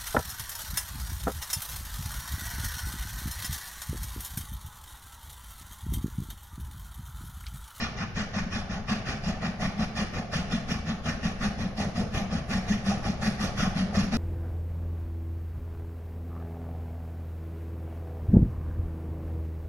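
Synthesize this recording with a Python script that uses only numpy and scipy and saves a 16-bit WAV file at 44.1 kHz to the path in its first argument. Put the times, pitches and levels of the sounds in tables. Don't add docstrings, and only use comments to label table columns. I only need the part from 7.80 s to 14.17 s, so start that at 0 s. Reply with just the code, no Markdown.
import sys
import numpy as np
from scipy import signal
from scipy.fft import rfft, irfft, next_fast_len
from scipy.io import wavfile
from scipy.ndimage import uniform_filter1d, map_coordinates

SR = 44100
rng = np.random.default_rng(int(sys.argv[2]) if len(sys.argv) > 2 else 0)


def undo_db(level):
    steps = np.asarray(level, float) / 20
    return 10 ** steps


def wav_record(signal):
    frames = np.transpose(np.atleast_2d(signal))
    bounded = np.clip(frames, -1, 1)
    quanta = np.round(bounded * 32767).astype(np.int16)
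    wavfile.write(sys.argv[1], SR, quanta)


N = 280910
TIME = np.arange(N) / SR

# beat 1 [level/dB], beat 2, beat 3, beat 4
STEAM = [
    (-45.5, -51, -46.5, -47),
    (-45.5, -51.5, -45, -46),
    (-46.5, -51, -46, -48),
    (-45, -50.5, -43, -44.5),
    (-44.5, -50.5, -45.5, -46.5),
    (-44.5, -51, -46.5, -47.5),
    (-45, -49, -43, -44.5),
    (-43, -48, -42.5, -42.5),
    (-41, -47.5, -43, -43.5),
]
# valve early [t/s], roar [level/dB], body [level/dB], blast longer [t/s]
CYLINDER_ENDS = [(0.019, -0.2, 0.35, 0.00074), (0.021, 2.1, -0.55, 0.00062), (0.016, -0.3, 0, 0.0032),
                 (0.016, -0.06, -0.05, -0.0034)]
# [t/s], roar over steam strength [level/dB], blast length [t/s]
WORKING = [
    (0, 11.5, 0.048),
    (.9, 8.5, 0.052),
    (1.8, 11.5, 0.044),
    (2.8, 9, 0.035),
    (3.6, 9, 0.043),
    (4.2, 7, 0.051),
    (5.2, 5, 0.053),
    (5.7, 5, .052),
    (6.4, 6.5, .064),
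]
# [t/s], sizzle freed from air loss [level/dB], smokebox drone [level/dB]
APPROACH = [
    (0, -2.5, 6),
    (.8, -0.5, 8),
    (1.6, 2.5, 9.5),
    (2.4, 3, 11),
    (3.2, 3, 12),
    (4, 5, 12.5),
    (4.8, 3.5, 10),
    (5.6, 4.5, 10.5),
    (6.4, 3, 14.5),
]

# [f/Hz], [level/dB per Hz]
JET_LEFT = [(200, 3.5), (330, 2), (600, -4.5), (1000, -3.5), (1500, -1), (2500, -4), (3500, -9.5),
            (5000, -13.5), (6000, -19), (7300, -27), (7700, -42), (8200, -60), (9000, -45), (12200, -49),
            (13000, -64)]
# [f/Hz], [level/dB per Hz]
JET_RIGHT = [(200, 1), (330, 1), (650, -3), (1100, -5.5), (1700, -1), (2700, -7.5), (4000, -11.5),
             (5500, -4.5), (6600, -11), (7300, -21.5), (7700, -29.5), (10900, -22.5), (12400, -33),
             (13100, -49)]
# delay [t/ms], gain [ratio], dulling [f/Hz]
LEFT_WAYS = [(0.036, -0.54, 3580), (0.114, 0.97, 3620), (0.753, -0.003, 4300.0), (1.365, 0.15, 4000),
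             (1.782, 0.32, 2400), (2.756, 0.22, 4320.0)]
# delay [t/ms], gain [ratio], dulling [f/Hz]
RIGHT_WAYS = [(0.027, 0.22, 20000.0), (0.225, 0.99, 2050), (1.029, -0.13, 7600), (1.267, 0.11, 10130.0),
              (1.72, 0.96, 1780), (2.976, 0.43, 3500)]
# [f/Hz], share of the common sound [ratio]
SCATTER = [(200, 0.089), (500, 0.18), (1500, 0.45), (4000, 0.29), (6000, 0.66), (8000, 1.2)]
# [f/Hz], fall by 60 dB [t/s]
TREES = [(150, 0.85), (600, 0.89), (2000, 1), (6000, 0.76), (12000, 0.77)]

# [f/Hz], width [f/Hz], [level/dB]
SMOKEBOX = [(205, 56, -5.5), (162, 23, -11.5), (97, 50, -22)]
# [t/s], peak [level/dB], pitch [f/Hz], half-height length [t/s]
PUFFS = [(0.031, -24.5, 212, 0.021), (0.21, -30, 162, 0.036), (0.411, -26.5, 206, 0.038),
         (0.576, -26.5, 199, 0.016), (0.766, -25, 218, 0.022), (1.129, -22, 208, 0.031),
         (1.474, -24.5, 180, 0.025), (1.693, -27.5, 203, 0.019), (2.015, -24, 210, 0.048),
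         (2.225, -26, 217, 0.029), (2.603, -25, 172, 0.025), (2.746, -25.5, 226, 0.034),
         (3.101, -25, 215, 0.025), (3.134, -28, 200, 0.029), (3.3, -24, 220, 0.022),
         (3.657, -21, 205, 0.037), (3.859, -24.5, 187, 0.021), (4.207, -21, 201, 0.034),
         (4.445, -31, 195, 0.099), (4.759, -22, 202, 0.02), (4.792, -26.5, 198, 0.034),
         (4.912, -18.5, 206, 0.022), (4.948, -24, 208, 0.037), (5.097, -20, 198, 0.057),
         (5.482, -18, 209, 0.029), (5.611, -26.5, 201, 0.037), (6.023, -22, 189.6, 0.057),
         (6.193, -18.5, 198, 0.044), (6.28, -30, 183, 0.024), (6.343, -26, 223, 0.03)]
# [t/s], peak [level/dB]
POPS = [(0.376, -29.5), (0.62, -28), (0.67, -28.5), (0.793, -28), (1.166, -27), (1.498, -26.5),
        (1.646, -25.5), (1.827, -27), (1.855, -28), (1.881, -23), (1.997, -25), (2.195, -25.5), (2.4, -24),
        (2.563, -24), (2.923, -21.5), (3.46, -19), (4.004, -21), (4.07, -23.5), (4.17, -28), (4.53, -26),
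        (4.555, -17), (4.72, -28), (5.302, -24), (5.654, -25), (5.832, -20.5), (5.878, -18.5), (5.801, -26),
        (5.967, -22.5), (5.986, -22.5)]
# [f/Hz], [level/dB per Hz]
RUMBLE = [(8, -22), (16, -2.5), (30, -1.5), (45, -6), (70, -1), (100, -4), (135, -4), (175, -30),
          (310, -120)]

# [f/Hz], [level/dB]
PORT_HISS = [(6000, -110), (8250, -105), (8500, -70.5), (12000, -72), (15000, -70), (15700, -78)]
# [f/Hz], [level/dB]
MASKED = [(2500, -30.5), (3500, -18), (5000, -31), (7000, -23), (7700, -10), (8600, -4.5), (10500, 0),
          (11500, 1), (12600, -9), (14500, -2)]
# [f/Hz], [level/dB]
FAINTEST_LEFT = [(5000, -83), (6600, -71), (7300, -62), (8200, -62), (8500, -66), (11500, -68),
                 (16000, -68.5)]
# [f/Hz], [level/dB]
FAINTEST_RIGHT = [(5000, -90), (7300, -68), (7700, -57), (8300, -67), (8600, -68), (11100, -69),
                  (11400, -53), (12700, -54), (13000, -70), (16000, -69)]

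BEAT_S, OPENING_S = 0.1808, 0.015
BODY_HZ, HISS_HZ, SIZZLE_HZ = 950, 3800, 7880
BODY_DB, BODY_DB_PER_S, BODY_FOLLOWS = -40, 0.44, 0.22
SURGE_DB, SURGES_PER_S = 1.08, 90
JOINT_HZ = 5150
POP_HZ, POP_S = 193, 0.0135
THRUST_DB, THRUST_DB_PER_S, THRUST_FOLLOWS = -39, 0.54, 0.4
ROLL_DB, THRUST_LAG_S = -46, -0.0077


def unit(x):
    return x / np.sqrt(np.mean(x ** 2) + 1e-20)


def along(points, hz):
    f, v = np.transpose(points)
    return np.interp(np.log(hz + 1), np.log(f + 1), v)


def filtered(x, response):
    m = next_fast_len(N + SR // 10)
    hz = np.fft.rfftfreq(m, 1 / SR)
    return irfft(rfft(x, m) * response(hz), m)[..., :N]


def above(hz, edge_hz, order=6):
    return 1 / (1 + (edge_hz / (hz + 1)) ** order)


def patchy(count, depth_db):
    z = signal.stft(rng.standard_normal((count, N + 512)), nperseg=512)[2]
    field = rng.standard_normal((2, *z.shape[1:]))
    eddies = uniform_filter1d(uniform_filter1d(field[0], size=3, axis=0), size=5, axis=1)
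    billows = uniform_filter1d(uniform_filter1d(field[1], size=9, axis=0), size=12, axis=1)
    gain_db = depth_db * (unit(eddies) + 0.64 * unit(billows))
    return unit(signal.istft(z * undo_db(gain_db), nperseg=512)[1][:, :N])


def beats():
    steam = np.ravel(STEAM)
    early, end_roar, end_body, longer = np.tile(np.transpose(CYLINDER_ENDS), len(STEAM))
    start = np.arange(len(steam)) * BEAT_S - early
    at, over, hold = np.transpose(WORKING)
    roar = steam + end_roar + np.interp(start, at, over)
    body = BODY_DB + BODY_DB_PER_S * start + BODY_FOLLOWS * (steam - steam.mean()) + end_body
    return start, np.interp(start, at, hold) + longer, roar, body, steam


def blast(level_db, fall_s, slower, ragged_s=0.0016, late_s=0):
    power = np.zeros(N)
    starts, holds = beats()[:2]
    lags = ragged_s * rng.standard_normal(len(starts))
    for s, hold, db, lag in zip(starts + late_s, holds, level_db, lags):
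        span = slice(max(round((s - 0.06) * SR), 0), round((s + 0.69) * SR))
        t = TIME[span] - s
        rise = 1 / (1 + np.exp((0.92 * OPENING_S + lag - t) / (slower * 0.007)))
        emptying_s = np.clip(t - OPENING_S - hold + 0.001, 0, None)
        power[span] += (undo_db(db - 60 * emptying_s / fall_s) * rise) ** 2
    return np.sqrt(power)


def jet():
    roar, body, steam = beats()[2:]
    clear_air = undo_db(np.interp(TIME, *np.transpose(APPROACH)[:2]))
    noise = patchy(count=3, depth_db=2.1)
    registers = [
        (blast(body + 1.26, fall_s=1.0, slower=0.68),
         lambda f: 1 - above(f, BODY_HZ)),
        (blast(roar, fall_s=0.22, slower=1.12),
         lambda f: above(f, BODY_HZ) - above(f, HISS_HZ)),
        (blast(steam + 8.4, fall_s=0.27, slower=1.0),
         lambda f: above(f, HISS_HZ) - above(f, SIZZLE_HZ, order=30)),
        (clear_air * blast(steam + 9.37, fall_s=0.34, slower=1.5),
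         lambda f: above(f, SIZZLE_HZ, order=30))]
    surge_db = SURGE_DB * map_coordinates(rng.standard_normal(N // 100), [TIME * SURGES_PER_S])
    gated = sum(flow * filtered(noise, lambda f: np.sqrt(abs(share(f)))) for flow, share in registers)
    return undo_db(surge_db) * gated


def ways(table, hz):
    comb = sum(g * np.exp(-(hz / dull) ** 2 - 2j * np.pi * hz * ms / 1000) for ms, g, dull in table)
    width = round(600 / hz[1])
    slope = uniform_filter1d(uniform_filter1d(np.log(abs(comb) + 1e-9), width), width)
    return np.where(hz < JOINT_HZ, comb / np.exp(slope), 1)


def trees(x, channels):
    hz, t, z = signal.stft(rng.standard_normal((channels, SR)), SR, nperseg=256)
    fall = undo_db(-60 * t / along(TREES, hz)[:, None])
    tail = signal.istft(z * fall, SR, nperseg=256)[1]
    tail *= 1 - np.exp(-np.arange(tail.shape[1]) / (0.019 * SR))
    return signal.fftconvolve(x[None], tail / np.linalg.norm(tail[0]), axes=1)[:, :N]


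def chimney():
    shared, *own = jet()
    ports = lambda f: np.array([ways(LEFT_WAYS, f), ways(RIGHT_WAYS, f)])
    scattered = filtered(np.array(own), lambda f: along(SCATTER, f))
    echo = undo_db(-7.5) * trees(shared, channels=2)
    grazing = filtered(scattered + echo, lambda f: abs(ports(f)) ** 0.45)
    port_gain = lambda f: undo_db([along(JET_LEFT, f), along(JET_RIGHT, f)])
    colour = lambda f: port_gain(f) / np.sqrt(1 + along(SCATTER, f) ** 2)
    return undo_db(12) * filtered(filtered(shared, ports) + grazing, colour)


def smokebox():
    modes = lambda f: sum(undo_db(db) * 1j * f * w / (c * c - f * f + 1j * f * w) for c, w, db in SMOKEBOX)
    steep = lambda f: modes(f) * (1 - above(f, 275.0, order=10))
    drone_db = np.interp(TIME, *np.transpose(APPROACH)[::2])
    flow = blast(np.full(np.size(STEAM), -43), fall_s=0.47, slower=1.44)
    boom = undo_db(drone_db) * flow * unit(filtered(rng.standard_normal(N), steep))
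    puffs = PUFFS + [(s, db, POP_HZ, POP_S) for s, db in POPS]
    phases = rng.uniform(0, 2 * np.pi, len(puffs))
    for (s, db, hz, length), phase in zip(puffs, phases):
        span = slice(max(round((s - 0.08) * SR), 0), round((s + 0.08) * SR))
        t = TIME[span] - s
        swell = np.exp(-(1.93 * t / length) ** 2)
        boom[span] += undo_db(db + 0.9) * swell * np.sin(2 * np.pi * hz * t + phase)
    return boom + undo_db(-13) * trees(boom, channels=1)[0]


def rumble():
    steam = beats()[-1]
    accent_db = steam - uniform_filter1d(steam, size=4)
    thrust_db = THRUST_DB + THRUST_FOLLOWS * accent_db
    thrust = blast(thrust_db, fall_s=0.5, slower=1.8, late_s=THRUST_LAG_S)
    level = undo_db(THRUST_DB_PER_S * TIME) * np.hypot(thrust, undo_db(ROLL_DB))
    mid, side = filtered(patchy(count=2, depth_db=1.0), lambda f: undo_db(along(RUMBLE, f)))
    return level * unit(np.array([mid + 0.051 * side, 0.85 * mid - 0.1 * side]))


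def port_hiss():
    return filtered(patchy(count=2, depth_db=1.5), lambda f: undo_db(along(PORT_HISS, f)))


def camera(x, size=1024, count=256):
    lead = 2 * size - 388
    n = np.arange(2 * size) + 0.5
    k = np.arange(size) + 0.5
    window = np.sin(np.pi * n / size / 2)[:, None]
    basis = window * np.cos(np.pi / size * np.outer(n + size / 2, k)) * np.sqrt(2 / size)
    halves = np.pad(x, ((0, 0), (lead, 2 * size - (N + lead) % size))).reshape(2, -1, size)
    lines = np.concatenate([halves[:, :-1], halves[:, 1:]], axis=2) @ basis
    power = np.mean(lines.reshape(2, -1, count, size // count) ** 2, axis=3)
    hz = (np.arange(count) + 0.5) * SR / count / 2
    around = uniform_filter1d(power, size=39, axis=2) * undo_db(2 * along(MASKED, hz))
    sizzle = power[..., (hz > 8500) & (hz < 11000)].mean(axis=2, keepdims=True)
    around += undo_db(-35) * sizzle * (hz > 12700)
    faint = undo_db([2 * along(FAINTEST_LEFT, hz), 2 * along(FAINTEST_RIGHT, hz)])[:, None]
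    whim = uniform_filter1d(rng.standard_normal(power.shape), size=2, axis=1)
    whim_db = 6.5 * uniform_filter1d(whim, size=3)
    keep = power > np.maximum(faint, around) * undo_db(2 * whim_db)
    blocks = (lines * np.repeat(keep, size // count, axis=2)) @ basis.T
    halves[:, 1:-1] = blocks[:, 1:, :size] + blocks[:, :-1, size:]
    return halves.reshape(2, -1)[:, lead:lead + N]


def scene():
    return chimney() + smokebox() * undo_db([[0.4], [-0.4]]) + rumble()


def roll_off(x):
    return signal.sosfilt(signal.butter(12, 15720, fs=SR, output="sos"), x)


def record(dry):
    hiss = port_hiss()
    squeezed = dry / (1 + abs(dry / 0.27) ** 4) ** 0.25
    mix = camera(squeezed + hiss) - 0.0003
    return roll_off(mix)


dry = scene()
out = record(dry)
wav_record(out)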